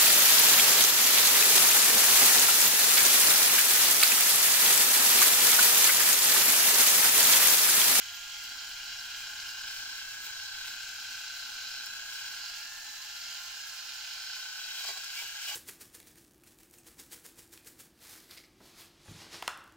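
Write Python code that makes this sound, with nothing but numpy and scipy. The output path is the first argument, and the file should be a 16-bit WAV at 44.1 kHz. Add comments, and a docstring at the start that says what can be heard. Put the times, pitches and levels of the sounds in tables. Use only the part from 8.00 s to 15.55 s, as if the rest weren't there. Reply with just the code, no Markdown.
"""A cordless rotary shaver works over lip and then chin, close to two microphones in a small room.
From the start its meshing gears whine with a throb at each wheel turn, and random contacts excite the
resonances of body and steel caps as rattle, ring and hiss; brief squeals come early and late.
Midway one cap tips off the skin and rings freely. At the end, on the chin, the crackle of cut stubble
grows, caps scrape and bristles snap: clumped impulses through the resonances of hair, cap and head."""
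import sys
import numpy as np
from scipy import signal
from scipy.fft import rfft, irfft
from scipy.io import wavfile
from scipy.ndimage import map_coordinates

SR = 44100
rng = np.random.default_rng(int(sys.argv[2]) if len(sys.argv) > 2 else 0)


def to_wav(sig):
    """Store sig (one row per channel, or 1-D mono) as 16-bit WAV at the path in sys.argv[1].

    Samples outside -1..1 are clipped; the rate is SR.
    """
    pcm = np.clip(np.atleast_2d(sig), -1, 1) * 32767
    pcm = np.round(pcm).astype(np.int16)
    wavfile.write(sys.argv[1], SR, pcm.T)  # frames by channels


N = 332955
TIME = np.arange(N) / SR   # s
HZ = np.maximum(np.arange(N // 2 + 1) * SR / N, 1)
SIDES = np.array([[1], [-1]])   # sign of a left-right difference
WHEEL_RATIO, CUTTER_RATIO = 13 / 48, 20 / 51   # turns per motor turn

# Motor slowed by pressure on the skin. Each row: time in seconds, mean speed in turns per second.
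MOTOR_SPEED = [(0.0, 117.7), (0.23, 117.0), (0.7, 118.0), (1.7, 118.7), (2.27, 116.85), (2.48, 118.5),
               (2.6, 117.3), (2.78, 118.35), (3.45, 117.4), (3.78, 117.6), (4.1, 116.5), (4.3, 117.1),
               (4.47, 116.6), (4.7, 117.9), (5.0, 116.9), (5.35, 117.0), (5.8, 116.3), (6.48, 116.5),
               (6.7, 115.2), (6.97, 114.8), (7.12, 115.35), (7.55, 115.55)]
# Low sounds. Each row: time in seconds, relative room rumble in dB, relative handle drone in dB.
LOW_LEVELS = [(0.0, -70.5, -80), (0.4, -68.5, -74), (1.9, -68, -74.5), (3.05, -70, -74.5),
              (3.2, -71.5, -76), (4.0, -71.5, -74.5), (5.8, -74, -82), (6.8, -75.5, -78), (7.3, -72.5, -80),
              (7.55, -74, -73)]
# Shaver moving across the face. Each row: time in seconds, left minus right in dB before scaling.
FACE_PLACE = [(0.0, -14), (0.8, -2), (1.15, -2), (2.04, 1.5), (2.46, 2), (4.28, 0), (4.42, -11),
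              (4.85, -12), (5.5, -15), (5.85, -19), (6.27, -5.5), (6.65, 0.5), (7.55, 2)]
# Cutters biting into stubble. Each row: centre in seconds, half length in seconds, relative crackle in dB.
STUBBLE_BITES = [(1.754, 0.096, -58.5), (1.977, 0.03, -58), (2.267, 0.016, -56), (2.675, 0.034, -58),
                 (3.378, .03, -62), (4.15, 0.053, -58.5), (6.73, 0.042, -62), (6.816, 0.049, -56),
                 (6.883, 0.032, -56), (6.983, .035, -74), (7.185, 0.045, -53.5), (7.44, 0.024, -54),
                 (7.491, 0.018, -50.5), (7.54, 0.027, -52.5)]
# Bristles against a cap. Each row: resonance in Hz, width in Hz, relative level in dB.
BRISTLE_MODES = [(3120, 550, -3), (4020, 400, 4), (4700, 440, 10), (6150, 700, 2), (7200, 940, 0.5)]


def from_db(db):
    """Decibels are logarithmic: 20 dB is a factor of ten in amplitude."""
    return np.exp(np.asarray(db) * (np.log(10) / 20))


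def rms_one(x):
    """Normalization to unit mean power."""
    return x / np.sqrt(np.mean(x ** 2) + 1e-20)


def in_time(rows):
    """Linear interpolation of each column of a curve at every sample."""
    s, *columns = np.transpose(rows)
    return [np.interp(TIME, s, column) for column in columns]


def over_hz(points):
    """Interpolation of a short spectrum on a logarithmic frequency axis."""
    hz, value = np.transpose(points)
    return np.interp(np.log(HZ), np.log(hz), value)


def drift(rate):
    """Low-passed noise: smooth chance that changes about `rate` times a second; unit rms."""
    pole = np.exp(-80 * np.pi * rate / SR)   # on a grid of every 40th sample
    noise = rng.standard_normal(N // 40 + 2002)
    slow = signal.lfilter([1], [1, -2 * pole, pole * pole], noise)[2000:]
    return np.interp(np.arange(N) / 40, np.arange(len(slow)), rms_one(slow))


def swells(rows):
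    """Gaussian gain envelopes of (centre s, half length s, dB), summed in power."""
    power = sum(from_db(db) ** 2 * np.exp(-np.minimum(((TIME - s) / half) ** 2, 50))
                for s, half, db in rows)
    return np.sqrt(power)


def strikes(rows, decay_s):
    """Impulsive excitation of (s, dB): sudden onset, then exponential decay."""
    return sum(from_db(db) * (TIME >= s) * np.exp(-np.abs(TIME - s) / decay_s) for s, db in rows)


def resonances(modes):
    """Modal response: the powers of steep-sided resonances add."""
    power = sum((from_db(db) / (1 + (2 * (HZ - hz) / width) ** 2)) ** 2 for hz, width, db in modes)
    return np.sqrt(power)


def grains(per_s, spread_db):
    """Shot noise: two independent streams of random contacts of uneven size."""
    born = rng.random((2, N)) < per_s / SR
    size_db = spread_db * np.minimum(rng.exponential(1, (2, N)), 4)
    return born * rng.choice([-1, 1], (2, N)) * from_db(size_db)


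def radiate(contacts, gain):
    """Body filtering and spatial coherence: the two sides are more alike in the bass; unit rms."""
    # Each row: frequency in Hz, left-right likeness.
    coherence = [(30, 0.93), (60, 0.82), (200, 0.7), (400, 0.55), (750, 0.77), (1500, 0.7), (2400, 0.72),
                 (4200, 0.52), (7000, 0.22), (15000, 0.05)]
    # Each row: frequency in Hz, left minus right in dB.
    side_balance = [(60, -1.5), (300, -0.5), (1100, -1.5), (2000, 0.5), (3500, -0.5), (4400, -4), (5400, 1),
                    (6800, -1), (7600, 11), (8300, 7), (9200, 1), (11800, 1), (14300, -3.5), (15600, -0.5)]
    mid, side = rfft(contacts) * gain
    alike = np.clip(over_hz(coherence), -1, 1)
    pair = np.sqrt(1 + alike) * mid + SIDES * np.sqrt(1 - alike) * side
    return rms_one(irfft(pair * from_db(SIDES * over_hz(side_balance) / 2), N))


def tone(turns, fading, rate, lead=0.):
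    """Multipath fading: reflections off moving hand and face alter a sine on each side; rms 1."""
    angle = (2 * np.pi * ((turns + rng.random()) % 1)).astype(np.float32)
    cos, sin = np.cos(angle), np.sin(angle)
    pair = []
    for shift in (lead / 2, -lead / 2):
        in_phase = np.cos(shift) + fading * drift(rate)
        quadrature = np.sin(shift) + fading * drift(rate)
        pair.append(in_phase * cos - quadrature * sin)
    return np.sqrt(2 / (1 + 2 * fading ** 2)) * np.array(pair)


def face_echo(x):
    """Comb filtering: reflections over swaying paths keep shifting the colour; unit rms."""
    # Reflections off face, hand and wall.
    # Each row: mean delay in seconds, sway of the delay in seconds, strength as a share.
    echo_paths = [(.0013, 0.00012, 0.22), (.0047, 0.0001, 0.22), (.0085, .00008, 0.18)]
    out = x.copy()
    for delay, sway, strength in echo_paths:
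        for side in range(2):
            lag = delay * rng.uniform(.85, 1.15) + sway * drift(0.45)
            out[side] += strength * np.interp(TIME - lag, TIME, x[side])
    return rms_one(out)


def arrive(x):
    """Interaural-type delay: the moving head reaches the two microphones at different moments."""
    # Each row: time in seconds, delay of the right behind the left in seconds.
    right_delay = [(0.0, 0.0), (1.5, 0.0), (1.8, 7.5e-5), (2.55, 8e-5), (2.9, -1e-5), (3.55, -1e-5),
                   (3.9, 8e-5), (4.2, 8e-5), (4.6, -2.5e-5), (5.9, -2.5e-5), (6.5, 7e-5), (7.55, 8e-5)]
    lag_s, = in_time(right_delay)
    right = map_coordinates(x[1], [(TIME - lag_s) * SR], order=5, mode="nearest")
    return np.array([x[0], right])


def room_rumble():
    """Background noise: random pressure shaped by a spectrum that is strongest in the bass."""
    # Each row: frequency in Hz, relative level in dB per Hz.
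    rumble_spectrum = [(15, -1), (28, 0.5), (48, -9.5), (85, -4.5), (120, -9.5), (155, -19), (190, -37),
                       (300, -30), (550, -33), (1200, -42)]
    rumble_db, _ = in_time(LOW_LEVELS)
    noise = rng.standard_normal((2, N))
    return from_db(rumble_db + 2.5) * radiate(noise, from_db(over_hz(rumble_spectrum)))


def room(x):
    """Diffuse reverberation: convolution with decaying noise, different on each side."""
    t60_s = 0.07
    t = TIME[:SR // 2]
    tail = rng.standard_normal((2, len(t))) * from_db(-60 * t / t60_s) * (t > .004)
    tail = tail / np.sqrt(np.sum(tail ** 2, axis=1, keepdims=True))
    return signal.fftconvolve(x, tail, axes=1)[:, :N]


def handle_drone():
    """Modal excitation: dense random contacts sound the low resonances of the handle."""
    # Each row: resonance in Hz, width in Hz, relative level in dB.
    handle_modes = [(237, 26, 1.6), (276, 58, 1.9), (306, 24, -1.2), (399, 50, -2)]
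    _, drone_db = in_time(LOW_LEVELS)
    return from_db(drone_db - 1.0 + 2.0 * drift(8.6)) * radiate(grains(5000, 2.1), resonances(handle_modes))


def knocks():
    """Impact response: the floating heads give way and clatter softly in their springy mount."""
    # Each row: time in seconds, relative level in dB.
    blows = [(2.269, -62), (2.675, -63.5), (4.142, -63), (6.85, -68), (6.89, -78), (7.22, -57.5)]
    # Each row: resonance in Hz, width in Hz, relative level in dB.
    mount_modes = [(417, 70, -1), (805, 140, -1), (960, 110, 2)]
    clatter = radiate(grains(3300, 1.2), resonances(mount_modes))
    return from_db(2.5) * strikes(blows, decay_s=0.025) * clatter


def squeals():
    """Friction instability: a catching cutter makes its cap squeal briefly, the higher the rougher. Besides
    these squeals, around 1.5 s a longer, steadier tone near 2820 Hz rises and fades."""
    # Brief cap squeals, plus a longer, steadier tone near 2820 Hz around 1.5 s that is no squeal. 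Each row:
    # centre in seconds, half length in seconds, mean frequency in Hz, level in dB.
    brief_tones = [(.15, 0.032, 14400, -54), (.45, .025, 14500, -55), (1.47, 0.012, 3090, -51),
                   (1.52, 0.098, 2820, -51.5), (2.093, 0.045, 2670, -55), (2.25, 0.03, 14500, -51),
                   (7.166, 0.033, 2800, -51), (7.192, 0.025, 2300, -46), (7.288, 0.066, 2880, -50.5),
                   (7.22, 0.031, 942, -59), (7.493, 0.024, 2910, -41.5), (7.526, 0.02, 840, -52.5)]
    out = 0
    for s, half, hz, db in brief_tones:
        roughness = 0.01153 * np.sqrt(hz / 3000) * drift(146)
        turns = np.cumsum(hz * (1 + roughness)) / SR
        bell = np.exp(-np.minimum(((TIME - s) / half) ** 2, 50))
        out = out + from_db(db) * bell * tone(turns, fading=0.18, rate=150)
    return out


def buzz(turns):
    """Order tones: weaker lines of the drive and of blades passing the slots follow the rotation."""
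    # Each row: multiple of motor speed, relative level in dB.
    drive_lines = [(5.49, -83), (6, -73), (9, -69.5), (16.48, -73), (18.42, -69), (20, -68), (20.79, -66.5),
                   (21.57, -69), (25, -66.5), (26.28, -65), (27, -65), (44.5, -63)]
    # Each row: times per cutter turn, relative level in dB.
    blade_lines = [(29, -68), (58, -60), (61, -59), (64, -66), (72, -67), (90, -60), (93, -64), (96, -64),
                   (116, -63), (119, -65)]
    # One blade line sings as the cutters skim the skin. Each row: time in seconds, level in dB.
    skim_level = [(0.0, -61), (1.4, -65.5), (2.3, -56.5), (4.0, -54.5), (4.9, -66.5), (5.4, -66),
                  (6.0, -57), (7.1, -54.5), (7.55, -79)]
    skim_order = 87            # times per cutter turn
    fading_per_order = 0.073   # high tones fade more in the reflections
    blade_slack = 0.00051      # coupling play: flutter as a share of the motor speed
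    drive = sum(from_db(db) * tone(order * turns, fading=fading_per_order * order, rate=4.8)
                for order, db in drive_lines)
    flutter = np.cumsum(blade_slack * in_time(MOTOR_SPEED)[0] * drift(25.3)) / SR
    cutter_turns = CUTTER_RATIO * (turns + flutter)
    blades = sum(from_db(db) * tone(order * cutter_turns, fading=1.0, rate=3.9, lead=1.0)
                 for order, db in blade_lines)
    skim = tone(skim_order * cutter_turns, fading=0.82, rate=4.9, lead=1.0)
    return from_db(-2.0) * (drive + blades) + from_db(in_time(skim_level)[0]) * skim


def chin_scrape():
    """Stick and release: bristles drag over the caps, snap and knock on the hollow head."""
    # Scrapes of the caps over the chin. Each row: peak in seconds, relative level in dB.
    scrape_peaks = [(6.805, -67), (6.85, -53), (6.888, -43), (6.912, -60), (6.975, -51), (7.226, -57),
                    (7.494, -50), (7.53, -52)]
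    # Single stiff bristles against a cap. Each row: time in seconds, relative level in dB.
    bristle_snaps = [(6.843, -46), (6.847, -38), (6.8595, -37), (6.879, -44), (6.889, -36), (6.893, -37),
                     (6.9125, -44), (6.9395, -49), (6.9748, -40), (7.167, -38), (7.228, -46), (7.4415, -45),
                     (7.485, -40), (7.494, -43), (7.5, -37), (7.51, -48), (7.5247, -36)]
    # Hollow head. Each row: resonance in Hz, width in Hz, relative level in dB.
    hollow_modes = [(400, 36, -5), (580, 160, -16), (770, 180, -3), (980, 110, -10), (1120, 46, 2),
                    (1990, 110, -3), (2310, 49, 3)]
    rise_s, fall_s = 0.018, 0.017   # time constants
    low_cut_hz = 440
    drag = 0
    for s, db in scrape_peaks:
        age = np.maximum((s - TIME) / rise_s, (TIME - s) / fall_s)
        drag = drag + from_db(db) * np.exp(-np.minimum(age, 50))
    low_cut = 1 / np.sqrt(1 + (low_cut_hz / HZ) ** 10)
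    hollow = radiate(grains(930, 6.4), resonances(hollow_modes) * low_cut)
    grit = radiate(grains(1400, 4.7), resonances(BRISTLE_MODES))
    snap_gain = resonances(BRISTLE_MODES) + from_db(-14) * resonances(hollow_modes)
    cracks = strikes(bristle_snaps, decay_s=0.0018) * radiate(grains(15000, 1.0), snap_gain)
    return drag * (hollow + from_db(4) * grit) + cracks


def stubble(turns):
    """Fracture noise: hairs are sheared in clumps; a thick one gives a short crack of its own."""
    # Colour of a cut hair. Each row: frequency in Hz, relative level in dB per Hz.
    hair_spectrum = [(1000, -31), (2500, 3.5), (6000, 7.5), (8500, 4.5), (9600, -0.5), (10800, 2),
                     (12000, 0.5), (13300, 4), (14400, 6), (15700, 1.5)]
    # Single thick hairs. Each row: time in seconds, relative peak in dB.
    thick_hairs = [(0.4379, -46), (1.918, -59), (2.2433, -50), (2.2657, -47), (3.86, -45), (4.1315, -54),
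                   (6.688, -51), (6.8453, -46), (6.887, -45), (6.9377, -48), (6.979, -47), (7.044, -45),
                   (7.494, -50)]
    lip_db, chin_db = -58.5, -56   # relative level of fine stubble between bites
    chin_s, glide_s = 6.64, 0.089
    hair = from_db(over_hz(hair_spectrum))
    fine_db = np.interp(TIME, [chin_s, chin_s + glide_s], [lip_db, chin_db])
    cutting = np.hypot(from_db(fine_db + 0.5 * drift(7.7)), swells(STUBBLE_BITES))
    clumps = from_db(.5 * np.cos(2 * np.pi * CUTTER_RATIO * turns) + 0.88 * drift(28))
    crackle = cutting * radiate(grains(11000, 0.93) * clumps, hair)
    cracks = strikes(thick_hairs, decay_s=0.0033) * radiate(grains(17000, 2.3), hair)
    return from_db(8.5) * crackle + from_db(8.0) * cracks


def chatter(turns):
    """Cyclostationary noise: burr contacts recur each round and slowly reseat, plus loose ones."""
    # Each row: rounds per motor turn, share of the chatter's power.
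    repeats = [(CUTTER_RATIO, 0.17), (CUTTER_RATIO / 2, 0.07), (1, 0.09)]
    seating_s = 0.35   # time constant of the changing pattern
    loose_share = 1 - sum(share for _, share in repeats)
    out = np.sqrt(loose_share) * rms_one(grains(10000, 2.1))
    for ratio, share in repeats:
        count = int(turns[-1] * ratio) + 3
        size = N // count
        keep = np.exp(-size / SR / seating_s)
        burrs = from_db(2.17 * np.minimum(rng.exponential(1, size), 4))
        fresh = rng.standard_normal((2, count, size))
        start = rng.standard_normal((2, 1, size))
        rounds, _ = signal.lfilter([np.sqrt(1 - keep ** 2)], [1, -keep], fresh, axis=1, zi=start)
        place = (turns - turns[0]) * ratio * size
        pair = [np.interp(place, np.arange(count * size), side.ravel()) for side in rounds * burrs]
        out = out + np.sqrt(share) * rms_one(np.array(pair))
    return out


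def gearbox_rattle(turns):
    """Amplitude modulation: gear contacts swell with the wheel and excite the gearbox modes."""
    # Each row: resonance in Hz, width in Hz, relative level in dB.
    gearbox_modes = [(716, 37, -13.5), (830, 214, -12.5), (1034, 136, -12.5), (1112, 32, -14),
                     (1346, 174, -8.5), (1590, 247, -3.5), (1810, 71, -13)]
    wheel = np.cos(2 * np.pi * WHEEL_RATIO * turns)
    gears = radiate(grains(9000, 1.7) * from_db(1.0 * wheel), resonances(gearbox_modes))
    return from_db(-55.0) * face_echo(gears)


def head(turns):
    """Forced resonance: cutters chatter in time with their turning into body, caps and slots."""
    # Level between bites. Each row: time in seconds, relative body rattle in dB, relative cap ring in dB.
    head_levels = [(0.05, -46.5, -47), (0.25, -46, -48.5), (0.7, -47, -45), (1.1, -46, -46.5),
                   (1.5, -48, -45.5), (1.9, -47.5, -44), (2.16, -48, -47.5), (2.42, -48.5, -44.5),
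                   (2.6, -47, -45), (2.73, -47, -45.5), (3.3, -47.5, -46), (3.76, -47.5, -44.5),
                   (4.01, -48.5, -46.5), (4.28, -47, -45.5), (4.55, -46.5, -47.5), (4.69, -51, -48.5),
                   (4.98, -51, -47.5), (5.27, -47.5, -47), (5.5, -48.5, -46.5), (5.7, -51.5, -47.5),
                   (5.9, -47.5, -45), (6.06, -46.5, -47), (6.35, -46.5, -43.5), (6.55, -48, -45.5),
                   (6.72, -45, -44), (7.02, -48, -44.5), (7.35, -48, -46)]
    # Uneven rubbing of the blades. Each row: times per cutter turn, relative swing in dB.
    blade_rub = [(3, 0.56), (5, 0.5), (6, 0), (12, 0), (18, 1.06)]
    # One cap tips off the skin. Each row: centre in seconds, half length in seconds, level in dB.
    cap_lifts = [(4.44, 0.079, -46), (4.59, 0.05, -48), (5.24, 0.076, -48.5), (6.16, 0.07, -48),
                 (6.31, 0.08, -49)]
    # Four bodies. Each row: resonance in Hz, width in Hz, relative level in dB.
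    housing_modes, steel_modes = [(2052, 180, -7.5), (2180, 450, -6.5), (2460, 243, -1.5), (2717, 160, -1),
                                  (2834, 92, 1), (3030, 320, 0.5), (3264, 275, 1), (3770, 340, -6.5)], [(4000, 400, -1), (4460, 1230, 0.94), (5090, 430, 0.19),
                                                   (5450, 290, 2.1)]
    slot_modes, free_cap_modes = [(6090, 960, 5.5), (6810, 600, 7), (7430, 690, -4.5)], [(4260, 350, 3), (4580, 210, 5.5), (4970, 180, 5),
                                                 (5340, 53, 12.5)]
    hiss_db = -50.5   # steady shearing at the slots
    bite_rattle_db, bite_ring_db, bite_hiss_db = 8, 2.5, -3   # added to the bite level
    rattle_db, ring_db = in_time(head_levels)
    pan_db = 0.5 + 0.1 * in_time(FACE_PLACE)[0]   # the head stays near the middle
    bite = swells(STUBBLE_BITES)
    grip_db = 0.5 * drift(9.3)   # uneven pressure of the hand

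    wheel, cutter = (np.cos(2 * np.pi * ratio * turns) for ratio in (WHEEL_RATIO, CUTTER_RATIO))
    blade = sum(db * np.cos(2 * np.pi * (times * CUTTER_RATIO * turns + rng.random()))
                for times, db in blade_rub)
    rattle_swing = from_db(0.4 * wheel + 0.53 * cutter + 2.7 * blade + 1.0 * drift(24))
    ring_swing = from_db(0.78 * cutter + 0.31 * blade + 0.3 * wheel + 1.05 * drift(43))
    hiss_swing = from_db(0.88 * cutter + .5 * blade)
    free_swing = from_db(2.3 * cutter + 1.3 * blade)

    contacts = chatter(turns)   # shared by rattle and hiss
    rattle = radiate(contacts * rattle_swing, resonances(housing_modes))
    ring = radiate(chatter(turns) * ring_swing, resonances(steel_modes))
    hiss = radiate(contacts * hiss_swing, resonances(slot_modes))
    free_cap = radiate(grains(6600, 2.2) * free_swing, resonances(free_cap_modes))
    parts = ((rattle, rattle_db - 0.6, bite_rattle_db),
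             (ring, ring_db + 0.23, bite_ring_db),
             (hiss, hiss_db, bite_hiss_db))
    caps = sum(np.hypot(from_db(db), bite * from_db(bite_db)) * face_echo(part)
               for part, db, bite_db in parts)
    caps = caps + swells(cap_lifts) * free_cap
    return arrive(caps) * from_db(grip_db + SIDES * pan_db / 2)


def whine_levels():
    """Order spectrum: level in dB of motor orders 12, 13, 14 and 15 at every sample."""
    # Order 13 is the 13-tooth pinion's mesh, which dies away when the head runs free; order 15 is
    # strongest as the shaver leaves the lip. Each row: time in seconds, level in dB.
    lower, mesh, upper, top = [(0.0, -55), (1.5, -54), (2.0, -62.5), (2.42, -63), (2.7, -55.5),
                               (3.3, -56.5), (3.8, -55.5), (4.08, -61), (4.4, -54), (4.7, -58), (4.95, -75),
                               (5.15, -56), (5.45, -55), (5.6, -69), (5.9, -56.5), (6.45, -59), (6.95, -64),
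                               (7.1, -62), (7.55, -63)], [(0.0, -55), (0.2, -74), (0.47, -55.5), (0.7, -55),
                                                   (1.7, -48), (2.2, -51), (2.72, -50.5), (3.7, -50.5),
                                                   (4.1, -52), (4.4, -51.5), (4.78, -80), (5.05, -65),
                                                   (5.4, -59), (5.8, -58.5), (6.45, -50), (7.1, -57.5),
                                                   (7.55, -55.5)], [(0.0, -54), (0.2, -56.5), (1.2, -54),
                                                                 (1.9, -53.5), (2.22, -50), (2.42, -54.5),
                                                                 (3.6, -57.5), (3.95, -52), (4.7, -53.5),
                                                                 (5.35, -62), (5.65, -51.5), (5.9, -66),
                                                                 (6.4, -58), (6.9, -55.5), (7.3, -52.5),
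                                                                 (7.55, -51.5)], [(0.0, -69), (1.0, -78),
                                                                                     (4.35, -71),
                                                                                     (4.76, -54),
                                                                                     (5.3, -62),
                                                                                     (6.35, -63.5),
                                                                                     (6.6, -78),
                                                                                     (7.55, -70)]
    return [in_time(curve)[0] for curve in (lower, mesh, upper, top)]


def backlash(turns):
    """Periodic friction: teeth run tight once per wheel turn and grate more the harder they whine."""
    # Each row: resonance in Hz, width in Hz, relative level in dB.
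    tooth_modes = [(1423, 180, 4), (1540, 52, -11), (1625, 48, 2)]
    _, mesh_db, upper_db, _ = whine_levels()
    tight = from_db(6.5 * np.cos(2 * np.pi * WHEEL_RATIO * turns))
    grating = radiate(grains(12000, 0.91) * tight, resonances(tooth_modes))
    return from_db(-12.0) * np.hypot(from_db(mesh_db), from_db(upper_db)) * grating


def gear_whine(turns):
    """Mesh tone with sidebands: the pinion chops the whine and the eccentric wheel makes it swell."""
    # Multiples of motor speed.
    mesh_orders = (12, 13, 14, 15)
    # Each row: left minus right in dB, share of the body's swing, mean left lead in radians.
    side_patterns = [(3.5, 0.46, 0.24), (1, 0.84, 0.74), (-5, 0.33, 0.71), (0, -0.044, 1.1)]
    # Throb of order 14, deepest under the chin. Each row: time in seconds, depth as a share.
    upper_throb = [(0.0, 0.17), (4.3, 0.17), (5.0, 0.44), (6.0, 0.5), (7.55, 1)]
    above, below = 0.63, 0.27   # mean sideband amplitudes as shares of the mesh tone
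    place_db = 1.3 * in_time(FACE_PLACE)[0]
    wheel = np.exp(2j * np.pi * WHEEL_RATIO * turns)
    depth, = in_time(upper_throb)
    uneven = from_db(1 * drift(5.8))   # changing load
    mesh_throb = 1 + uneven * (above * wheel + below / wheel)
    order_14_throb = (1 + depth * (wheel + 0.1 / wheel)) / np.hypot(1, depth)
    throbs = (1, mesh_throb, order_14_throb, 1)
    out = 0
    for order, level_db, throb, pattern in zip(mesh_orders, whine_levels(), throbs, side_patterns):
        pan_db, swing, lead = pattern
        line = throb * np.exp(2j * np.pi * order * turns)
        pan = from_db(SIDES * (pan_db + swing * place_db) / 2)
        phase = np.exp(.5j * SIDES * (lead + 0.28 * drift(1.0)))
        heard = line * pan / np.hypot(*pan) * phase
        waver_db = 0.28 * drift(3.8)   # the moving hand
        out = out + 2 * heard.real * from_db(level_db + waver_db)
    return out


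def scene():
    """Superposition: the shaver's sources share one rotation, joined by reverberation and rumble."""
    first_throb_s = 0.0174   # the wheel's swell peaks here
    speed, = in_time(MOTOR_SPEED)
    turns = np.cumsum(speed * (1 + 0.00092 * drift(11.38))) / SR   # hairs brake the motor a little
    turns = turns - np.interp(first_throb_s, TIME, turns)
    soft = handle_drone() + knocks() + squeals() + buzz(turns)
    hairs = chin_scrape() + stubble(turns)
    machine = gearbox_rattle(turns) + head(turns) + backlash(turns)
    cutting = soft + hairs + machine
    return room_rumble() + from_db(-11.5) * room(cutting) + cutting + gear_whine(turns)


def record(dry):
    """Low-pass filtering: the top is cut steeply."""
    cutoff_hz = 15800
    return irfft(rfft(dry) / np.sqrt(1 + (HZ / cutoff_hz) ** 400), N)


dry = scene()
out = record(dry)
to_wav(out)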